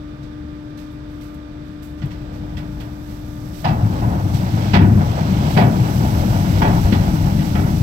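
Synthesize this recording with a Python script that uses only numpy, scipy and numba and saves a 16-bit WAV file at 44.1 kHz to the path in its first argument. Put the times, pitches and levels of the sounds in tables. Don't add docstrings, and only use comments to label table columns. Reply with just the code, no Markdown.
import sys
import numpy as np
from scipy import signal
from scipy.fft import rfft, irfft, next_fast_len
from scipy.io import wavfile
from scipy.ndimage import uniform_filter1d, minimum_filter1d
from numba import njit

SR = 44100
rng = np.random.default_rng(int(sys.argv[2]) if len(sys.argv) > 2 else 0)


def generate_wav(sig):
    pcm = np.round(np.clip(np.atleast_2d(sig).T, -1, 1) * 32767).astype(np.int16)
    wavfile.write(sys.argv[1], SR, pcm)


N = 344862
TIME_S = np.arange(N) / SR

# f/Hz, relative density/dB
YARD_SPECTRUM = [(20, -31), (32, 4), (45, 8), (90, 3), (135, 3.5), (220, 0), (310, -5), (420, -10.5),
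                 (700, -14.5), (1050, -17.5), (1450, -14), (2600, -21.5), (4800, -25.5), (8000, -30.5),
                 (16000, -45)]
BRUSH_SPECTRUM = [(800, -26), (2000, 3), (4000, 4), (6500, 2.5), (9000, -4.5), (16000, -18)]
CRACKLE_SPECTRUM = [(3000, -31), (7000, 10), (10000, 12), (14000, 7), (16000, -1)]
HISS_SPECTRUM = [(1500, -17), (4000, -1), (6000, 5), (8500, 2.5), (12000, 2.5), (16000, -5.5)]
GRIND_SPECTRUM = [(200, -39), (380, -4.5), (460, 0), (600, 3.5), (850, 2), (1050, -3), (1500, -7),
                  (2200, -16.5), (4000, -32)]
SCRAPE_SPECTRUM = [(700, -4), (1400, 0), (2200, 2.5), (3200, 2), (5500, -2), (8000, -5), (12000, -51)]
RUMBLE_SPECTRUM = [(20, -32), (35, -12), (55, -4), (100, 3), (150, 0), (200, -2), (250, -7), (330, -14),
                   (450, -27.5), (800, -43)]
SHUDDER_SPECTRUM = [(40, -25), (65, -14), (95, 1), (150, 0), (210, -1), (270, -13), (340, -16), (450, -30),
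                    (800, -40)]
TREMOR_SPECTRUM = [(15, -42), (28, -4), (40, -1), (60, 4.5), (80, -1), (130, -43)]
# f/Hz, level/dB
ENGINE_LINES = [(47.5, -51), (70, -44.5), (114, -49.5), (139, -47), (486, -57.5), (688, -63)]
# harmonic, level/dB
FAN_HARMONICS = [(1, -38), (2, -50.5), (3, -62), (4, -52), (8, -63), (12, -63), (16, -68)]
# f/Hz, width/Hz, level/dB
FAN_BANDS = [(1460, 710, -56.5), (3570, 670, -59), (4940, 44, -79)]
# t/s, rise/s, brush/dB, crackle/dB, t60/s
RUSTLES = [(0.225, .004, -44, -62, 0.22), (0.772, 0.0035, -42, -48, 0.47), (0.905, .02, -60, -45, 0.17),
           (1.08, 0.044, -49, -49, 0.75), (1.21, 0.0021, -45.5, -46, 0.45), (1.342, .002, -58, -46, .08),
           (1.62, .04, -51, -55, 0.93), (1.823, 0.0017, -47, -41.5, 0.37), (1.975, .012, -45, -55, .3),
           (2.052, .004, -55, -43, 0.11), (2.104, .01, -40, -48, 0.22), (2.325, 0.013, -41, -45.5, 0.24),
           (2.57, .002, -38.5, -43, 0.16), (2.80, 0.005, -37.5, -40, 0.15), (3.06, 0.043, -41, -42, 0.74),
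           (3.52, 0.044, -36, -36, 0.89), (4.33, 0.03, -22, -27, 0.24), (5.47, 0.036, -29, -27.5, 0.67)]
# t/s, level/dB
SPEED_CURVE = [(2.27, -69), (2.79, -62.5), (4.4, -50.5), (5.13, -52.5), (5.61, -49.5), (5.87, -48),
               (6.04, -46), (6.19, -45), (7.25, -47.5), (7.82, -45.5)]
# t/s, level/dB
LOAD_CURVE = [(2.03, -10), (2.35, -9), (2.8, -10.5), (3.2, -14), (3.62, -11.5), (3.69, -2), (4.1, 0),
              (4.55, -1.5), (5.15, 1.5), (6.0, 0), (6.8, 1), (7.82, -1)]
# t/s, level/dB
TREMOR_CURVE = [(2.0, -37.5), (2.9, -35), (3.2, -43.5), (4.1, -27), (4.6, -54), (5.85, -36), (6.2, -28),
                (6.5, -28), (6.78, -19.5), (7.0, -25), (7.82, -27)]
# t/s, f/Hz
BOOM_CURVE = [(2.0, 135), (5.1, 107.3), (5.35, 144), (6.2, 110), (6.5, 168), (7.3, 160), (7.65, 234)]
# f/Hz, width/Hz, relative gain/dB
HULL_MODES = [(75, 6, -6), (101, 9, -2), (157, 10, -10), (189, 12, -6), (316, 9, 0), (400, 20, -4),
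              (835, 30, -10), (709, 16, -2), (976, 14, 1), (1477, 20, 0), (1720, 30, -5), (1929, 16, 3),
              (2273, 12, 1), (2617, 20, 0), (2898, 24, 1), (3275, 20, 0), (4069, 30, -4), (4172, 40, -5),
              (4918, 30, -4)]
# ratio to plate pitch, level re clang/dB, t60/s
PLATE_MODES = [(1.001, -6, 0.49), (2.691, -14, 0.15), (3.8, -21, .2), (6.65, -23, 0.21)]
# f/Hz, level re crack/dB, t60/s
TIMBER_MODES = [(1940, -0.5, 0.1), (2580, -6, 0.091), (3420, -4, 0.071)]
# t/s, f/Hz, level/dB, t60/s
THUDS = [(2.037, 140, -7.5, 0.1), (3.65, 159, -13.5, 0.092), (3.712, 115, -1.5, 0.096),
         (3.824, 108.3, -3, 0.23), (4.734, 115, 4, 0.028), (5.564, 162.4, -7, 0.2), (6.924, 197, 10, 0.023),
         (6.953, 99, -1, 0.14), (7.39, 146, -4, 0.067)]
# t/s, rise/s, level/dB
CRACKS = [(2.017, .0033, -39.5), (2.10, .012, -44.5), (2.567, 0.0031, -37.5), (2.799, 0.00616, -41),
          (6.916, .012, -26.5), (7.383, .009, -35.5)]
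# t/s, rise/s, boom/dB, clang/dB, crack/dB, splinter/dB, plate/Hz, shudder/dB, lift/s
BANGS = [(3.639, .012, -52, -15, -22.5, -26.5, 728, -20, 0.31),
         (4.012, .008, -25, -25.5, -35, -55, 978, -35, 0.31),
         (4.731, 0.013, -9, -15, -11.5, -20, 935, -7, 0.32),
         (5.561, .017, -10.5, -11.5, -15.5, -24.5, 680, -11.5, 0.16),
         (6.614, 0.0069, -11, -12.5, -17.5, -30, 860, -21.5, 0.041),
         (7.549, .004, -17.5, -24.5, -24, -36, 1345, -21, 0.067),
         (7.63, .008, -29, -32, -31, -49.5, 1335, -31, .05)]
# f/Hz, relative level/dB, t60/s
BLOW_BANDS = [(50, -40, 0.52), (101, -10, 0.95), (159, -3, 0.35), (279, -13, 1), (420, -14, 1),
              (590, -4.5, 0.32), (760, -3, 0.58), (1080, -7.5, 0.57), (1700, -3, 0.38), (3150, -0.5, 0.24),
              (4640, -1, 0.22), (6500, -6, 0.071), (9000, -25, .12), (14000, -12, .1)]
# f/Hz, gain/dB, coherence/0-1, lag/rad
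LEFT_RESPONSE = [(39.7, 1, 0.95, .03), (217, 4.5, 1, 0.11), (374, 6, 0.82, 0.88), (435, 2.5, 1, 1.58),
                 (700, -1, 0.91, 1.33), (891, 3.5, 0.92, 1.97), (1250, -2.5, 0.18, 3.1),
                 (1830, -6, 0.17, 3.2), (2290, -13.5, 0, 7.4), (3180, -18.5, 0, 3.8), (5530, -18, 0, 2.8),
                 (9000, -20, 0, 16), (15000, -9, .05, 16)]
# f/Hz, width/Hz, depth/0-1
PORT_DIPS = [(6760, 1160, 0.66), (9380, 3770, 0.74), (10380, 940, 0.8)]

# base/dB, dB per speed dB, dB per load dB, slope after AWAY_S/(dB/s)
HISS_LAW = (-32, 1.0, 0.02, -1)
GRIND_LAW = (-31, 0.22, 1.3, -4.5)
SCRAPE_LAW = (-40, 0.15, 1.5, -1.5)
RUMBLE_LAW = (-16, 0.33, 1.06, 0.4)
RELEASE_S, AWAY_S = LOAD_CURVE[0][0], 6.95
REGISTERS_HZ, CRACK_REGISTERS_DB = (170, 750, 2000, 4400), (11, -1, 3.5, 0)


def amp(db):
    return 10 ** (np.asarray(db) / 20)


def unit_rms(x):
    return x / np.sqrt(np.mean(x ** 2) + 1e-20)


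def since(start_s):
    return np.maximum(TIME_S - start_s, 0)


def curve_db(rows):
    return np.interp(TIME_S, *np.transpose(rows), left=-150)


def at_hz(rows, hz):
    points_hz, *columns = np.transpose(rows)
    return [np.interp(np.log(hz + 1e-9), np.log(points_hz), column) for column in columns]


def drift(rate_hz):
    hop, settle = 40, 2000
    pole = np.exp(-2 * np.pi * rate_hz * hop / SR)
    noise = rng.standard_normal(N // hop + settle + 2)
    slow = signal.lfilter([1], [1, -2 * pole, pole * pole], noise)[settle:]
    return np.interp(np.arange(N) / hop, np.arange(len(slow)), unit_rms(slow))


def padded_fft(x):
    size = 2 * next_fast_len(N // 2 + 2048)
    return np.arange(size // 2 + 1) * SR / size, rfft(x, size)


def colour(x, spectrum):
    hz, bins = padded_fft(x)
    gain = amp(at_hz(spectrum, hz)[0]) * (hz < 2 * spectrum[-1][0])
    return unit_rms(irfft(bins * gain)[:, :N])


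def resonate(x, hz, width_hz):
    radius = np.exp(-np.pi * width_hz / SR)
    feedback = [1, -2 * radius * np.cos(2 * np.pi * hz / SR), radius ** 2]
    return signal.lfilter(np.array([1, 0, -1]) * (1 - radius ** 2) / 2, feedback, x)


@njit
def swept_resonance(x, hz, width_hz):
    out = np.zeros(len(x))
    radius = np.exp(-np.pi * width_hz / SR)
    state = 0j
    for i in range(len(x)):
        state = state * radius * np.exp(2j * np.pi * hz[i] / SR) + x[i]
        out[i] = state.real
    return out


def slips(per_s, spread_db):
    sizes = amp(spread_db * np.minimum(rng.exponential(1, (2, N)), 5))
    hits = rng.random((2, N)) < per_s / SR
    return unit_rms(hits * sizes * rng.choice([-1, 1], (2, N)))


def to_mics(pair, scatter, left_treble_db, shelf_hz=2300):
    hz, (direct, scattered) = padded_fft(pair)
    left_db, coherence, lag_rad = at_hz(LEFT_RESPONSE, hz)
    coherence = np.clip(coherence, 0.001, 1) ** scatter
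    shelf = hz ** 4 / (hz ** 4 + shelf_hz ** 4)
    blend = coherence * direct * np.exp(-1j * lag_rad) + np.sqrt(1 - coherence ** 2) * scattered
    left = amp(left_db + left_treble_db * shelf) * blend
    return irfft([left, direct])[:, :N]


def machine_tones(lines, wander_hz, flutter_db):
    out = np.zeros((2, N))
    for hz, db in lines:
        cycles = hz * TIME_S + wander_hz * np.cumsum(drift(2.69)) / SR + rng.random()
        out[0] += np.sqrt(2) * amp(db + flutter_db * drift(4.6)) * np.sin(2 * np.pi * cycles)
    return out


def yard(blade_hz=299.5):
    wash = amp(-37.5) * colour(rng.standard_normal((2, N)), YARD_SPECTRUM)
    for hz, width_hz, db in FAN_BANDS:
        air = resonate(resonate(rng.standard_normal((2, N)), hz, width_hz), hz, width_hz)
        wash += amp(db + 1.2 * drift(6)) * unit_rms(air)
    fan = machine_tones([(k * blade_hz, db) for k, db in FAN_HARMONICS], wander_hz=0.23, flutter_db=1)
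    engine = machine_tones(ENGINE_LINES, wander_hz=2.35, flutter_db=2.5)
    machines = to_mics(fan + engine, scatter=1, left_treble_db=-26)
    return to_mics(wash, scatter=4, left_treble_db=4.5) + machines


def grass():
    gains = np.zeros((2, N))
    for start_s, rise_s, brush_db, crackle_db, t60_s in RUSTLES:
        start = int(start_s * SR)
        age_s = TIME_S[:min(SR, N - start)]
        envelope = amp(-60 * age_s / t60_s) * (1 - np.exp(-age_s / rise_s))
        gains[:, start:start + len(age_s)] += amp([[brush_db], [crackle_db]]) * envelope
    brush = gains[0] * colour(slips(per_s=8500, spread_db=1), BRUSH_SPECTRUM)
    crackle = gains[1] * colour(slips(per_s=4400, spread_db=3.5), CRACKLE_SPECTRUM)
    return to_mics(brush + crackle, scatter=1.1, left_treble_db=-30)


def friction_gain(law):
    base_db, per_speed, per_load, away_db_per_s = law
    points_s, points_db = np.transpose(SPEED_CURVE)
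    speed_db = np.interp(TIME_S, points_s, points_db - points_db.max())
    db = base_db + per_speed * speed_db + per_load * curve_db(LOAD_CURVE) + away_db_per_s * since(AWAY_S)
    return (TIME_S > RELEASE_S) * amp(db)


def hull_ring(x, ring_db):
    return x + sum(amp(db + ring_db) * resonate(x, hz, width_hz) for hz, width_hz, db in HULL_MODES)


def strain(build_s=0.21):
    cracks = [(bang_s, crack_db) for bang_s, _, _, _, crack_db, *_ in BANGS]
    hardest_db = max(db for _, db in cracks)
    swells = [(TIME_S < bang_s) * amp(db - hardest_db) * np.exp(-((bang_s - TIME_S) / build_s) ** 4)
              for bang_s, db in cracks]
    return np.max(swells, axis=0)


def lift():
    lifts = [(TIME_S > bang_s) * np.exp(-(since(bang_s) / lift_s) ** 4) for bang_s, *_, lift_s in BANGS]
    return np.max(lifts, axis=0)


def shudder(peak_s=0.071):
    return sum(amp(db) * since(bang_s) / peak_s * np.exp(1 - since(bang_s) / peak_s)
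               for bang_s, *_, db, _ in BANGS)


def hiss():
    gain = friction_gain(HISS_LAW) * amp(0.75 * drift(14))
    fizz = colour(slips(per_s=14000, spread_db=2.5), HISS_SPECTRUM)
    return to_mics(gain * fizz, scatter=1.7, left_treble_db=-2)


def sliding(shudder_db=-28, strain_db=4, lift_db=-8):
    judder = drift(13.5)
    grind_gain = np.hypot(friction_gain(GRIND_LAW), amp(shudder_db) * shudder()) * amp(1 + 1.75 * judder)
    scrape_db = 5 + strain_db * strain() + lift_db * lift() + 0.47 * judder
    scrape_gain = friction_gain(SCRAPE_LAW) * amp(scrape_db)
    grind = grind_gain * colour(slips(per_s=1800, spread_db=-0.5), GRIND_SPECTRUM)
    scrape = scrape_gain * colour(slips(per_s=8300, spread_db=1.5), SCRAPE_SPECTRUM)
    return to_mics(hull_ring(grind + scrape, ring_db=-6.5), scatter=0.33, left_treble_db=4)


def rumble(boom_width_hz=29.5):
    gain = friction_gain(RUMBLE_LAW) * amp(0.6 * drift(3.5))
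    shake = amp(-4.5) * gain * colour(slips(per_s=1500, spread_db=1.46), RUMBLE_SPECTRUM)
    jolts = amp(-3.5) * shudder() * colour(slips(per_s=1500, spread_db=2), SHUDDER_SPECTRUM)
    boom_hz = np.interp(TIME_S, *np.transpose(BOOM_CURVE))
    drive = colour(slips(per_s=1500, spread_db=-0.4), RUMBLE_SPECTRUM)
    swept = np.array([swept_resonance(row, boom_hz, boom_width_hz) for row in drive])
    boom = amp(-6.5) * gain * unit_rms(swept)
    tremor = amp(curve_db(TREMOR_CURVE)) * colour(slips(per_s=1100, spread_db=3), TREMOR_SPECTRUM)
    hull = hull_ring(shake + jolts, ring_db=-1)
    return to_mics(hull + boom + tremor, scatter=1.33, left_treble_db=-0.5)


def thuds(rise_s=0.0048):
    age_s, out = TIME_S[:SR], np.zeros((2, N + SR))
    for start_s, hz, db, t60_s in THUDS:
        start = int(start_s * SR)
        envelope = amp(db - 60 * age_s / t60_s) * (1 - np.exp(-age_s / rise_s))
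        out[0, start:start + SR] += envelope * np.sin(2 * np.pi * hz * age_s)
    return out[:, :N]


def mode_clusters(count=7, spread_hz=75, attack_s=0.0019):
    rings = [(bang_s + rise_s / 2, plate_hz * ratio, clang_db + db, t60_s)
             for bang_s, rise_s, _, clang_db, _, _, plate_hz, _, _ in BANGS
             for ratio, db, t60_s in PLATE_MODES]
    rings += [(crack_s + rise_s, hz, crack_db + db, t60_s)
              for crack_s, rise_s, crack_db in CRACKS for hz, db, t60_s in TIMBER_MODES]
    age_s, out = TIME_S[:SR], np.zeros((2, N + SR))
    for start_s, hz, db, t60_s in rings:
        modes_hz = hz + spread_hz * (np.linspace(-1, 1, count) + rng.normal(0, 0.099, count))
        cluster = np.sin(2 * np.pi * (modes_hz[:, None] * age_s + rng.random((count, 1)))).sum(axis=0)
        envelope = amp(db - 60 * age_s / t60_s) * (1 - np.exp(-age_s / attack_s))
        start = int(start_s * SR)
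        out[0, start:start + SR] += envelope * unit_rms(cluster)
    return out[:, :N]


def strikes(afterknock_s=0.033, afterknock_db=-8):
    bangs = [(start_s, rise_s, np.array(levels_db)) for start_s, rise_s, *levels_db, _, _, _ in BANGS]
    afterknocks = [(start_s + afterknock_s, rise_s, db + afterknock_db) for start_s, rise_s, db in bangs]
    cracks = [(start_s, rise_s, db + np.array(CRACK_REGISTERS_DB)) for start_s, rise_s, db in CRACKS]
    return bangs + afterknocks + cracks


def blow_envelope(age_s, rise_s, t60_s, snap_db=1.5, snap_s=0.022):
    decay_s = np.maximum(age_s - rise_s, 0)
    return np.minimum(age_s / rise_s, 1) * amp(snap_db * np.exp(-decay_s / snap_s) - 60 * decay_s / t60_s)


def blows():
    contacts = [slips(per_s=3500, spread_db=2) for _ in range(2)]
    edges_hz = 40 * 2 ** np.arange(0, 9, 0.5)
    out = np.zeros((2, N))
    for k, (low_hz, high_hz) in enumerate(zip(edges_hz, edges_hz[1:])):
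        centre_hz = np.sqrt(low_hz * high_hz)
        band_db, t60_s = at_hz(BLOW_BANDS, centre_hz)
        power = np.zeros(N)
        for start_s, rise_s, levels_db in strikes():
            start = int(start_s * SR)
            age_s = TIME_S[:min(int(t60_s * SR), N - start)]
            gain = amp(band_db + np.interp(np.log(centre_hz), np.log(REGISTERS_HZ), levels_db))
            power[start:start + len(age_s)] += (gain * blow_envelope(age_s, rise_s, t60_s)) ** 2
        bandpass = signal.butter(2, [low_hz, high_hz], "band", fs=SR, output="sos")
        out += np.sqrt(power) * unit_rms(signal.sosfilt(bandpass, contacts[k % 2]))
    return amp(-5.5) * hull_ring(out, ring_db=4.5)


def scene():
    impacts = to_mics(blows() + thuds() + mode_clusters(), scatter=0.69, left_treble_db=-8)
    return yard() + rumble() + sliding() + hiss() + impacts + grass()


def limit(x, release_db_per_s=220):
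    over_db = np.maximum(20 * np.log10(np.abs(x).max(axis=0) + 1e-9), 0)
    ramp_db = release_db_per_s * TIME_S
    reduction_db = np.maximum.accumulate(over_db + ramp_db) - ramp_db
    return x * uniform_filter1d(minimum_filter1d(amp(-reduction_db), size=129), size=129)


def record(dry):
    left, right = dry
    for hz, width_hz, depth in PORT_DIPS:
        right = right - depth * resonate(right, hz, width_hz)
    highpass = signal.butter(4, 19, "high", fs=SR, output="sos")
    lowpass = signal.ellip(12, 0.1, 80, 15800, fs=SR, output="sos")
    return signal.sosfilt(lowpass, limit(signal.sosfilt(highpass, [left, right])))


dry = scene()
out = record(dry)
generate_wav(out)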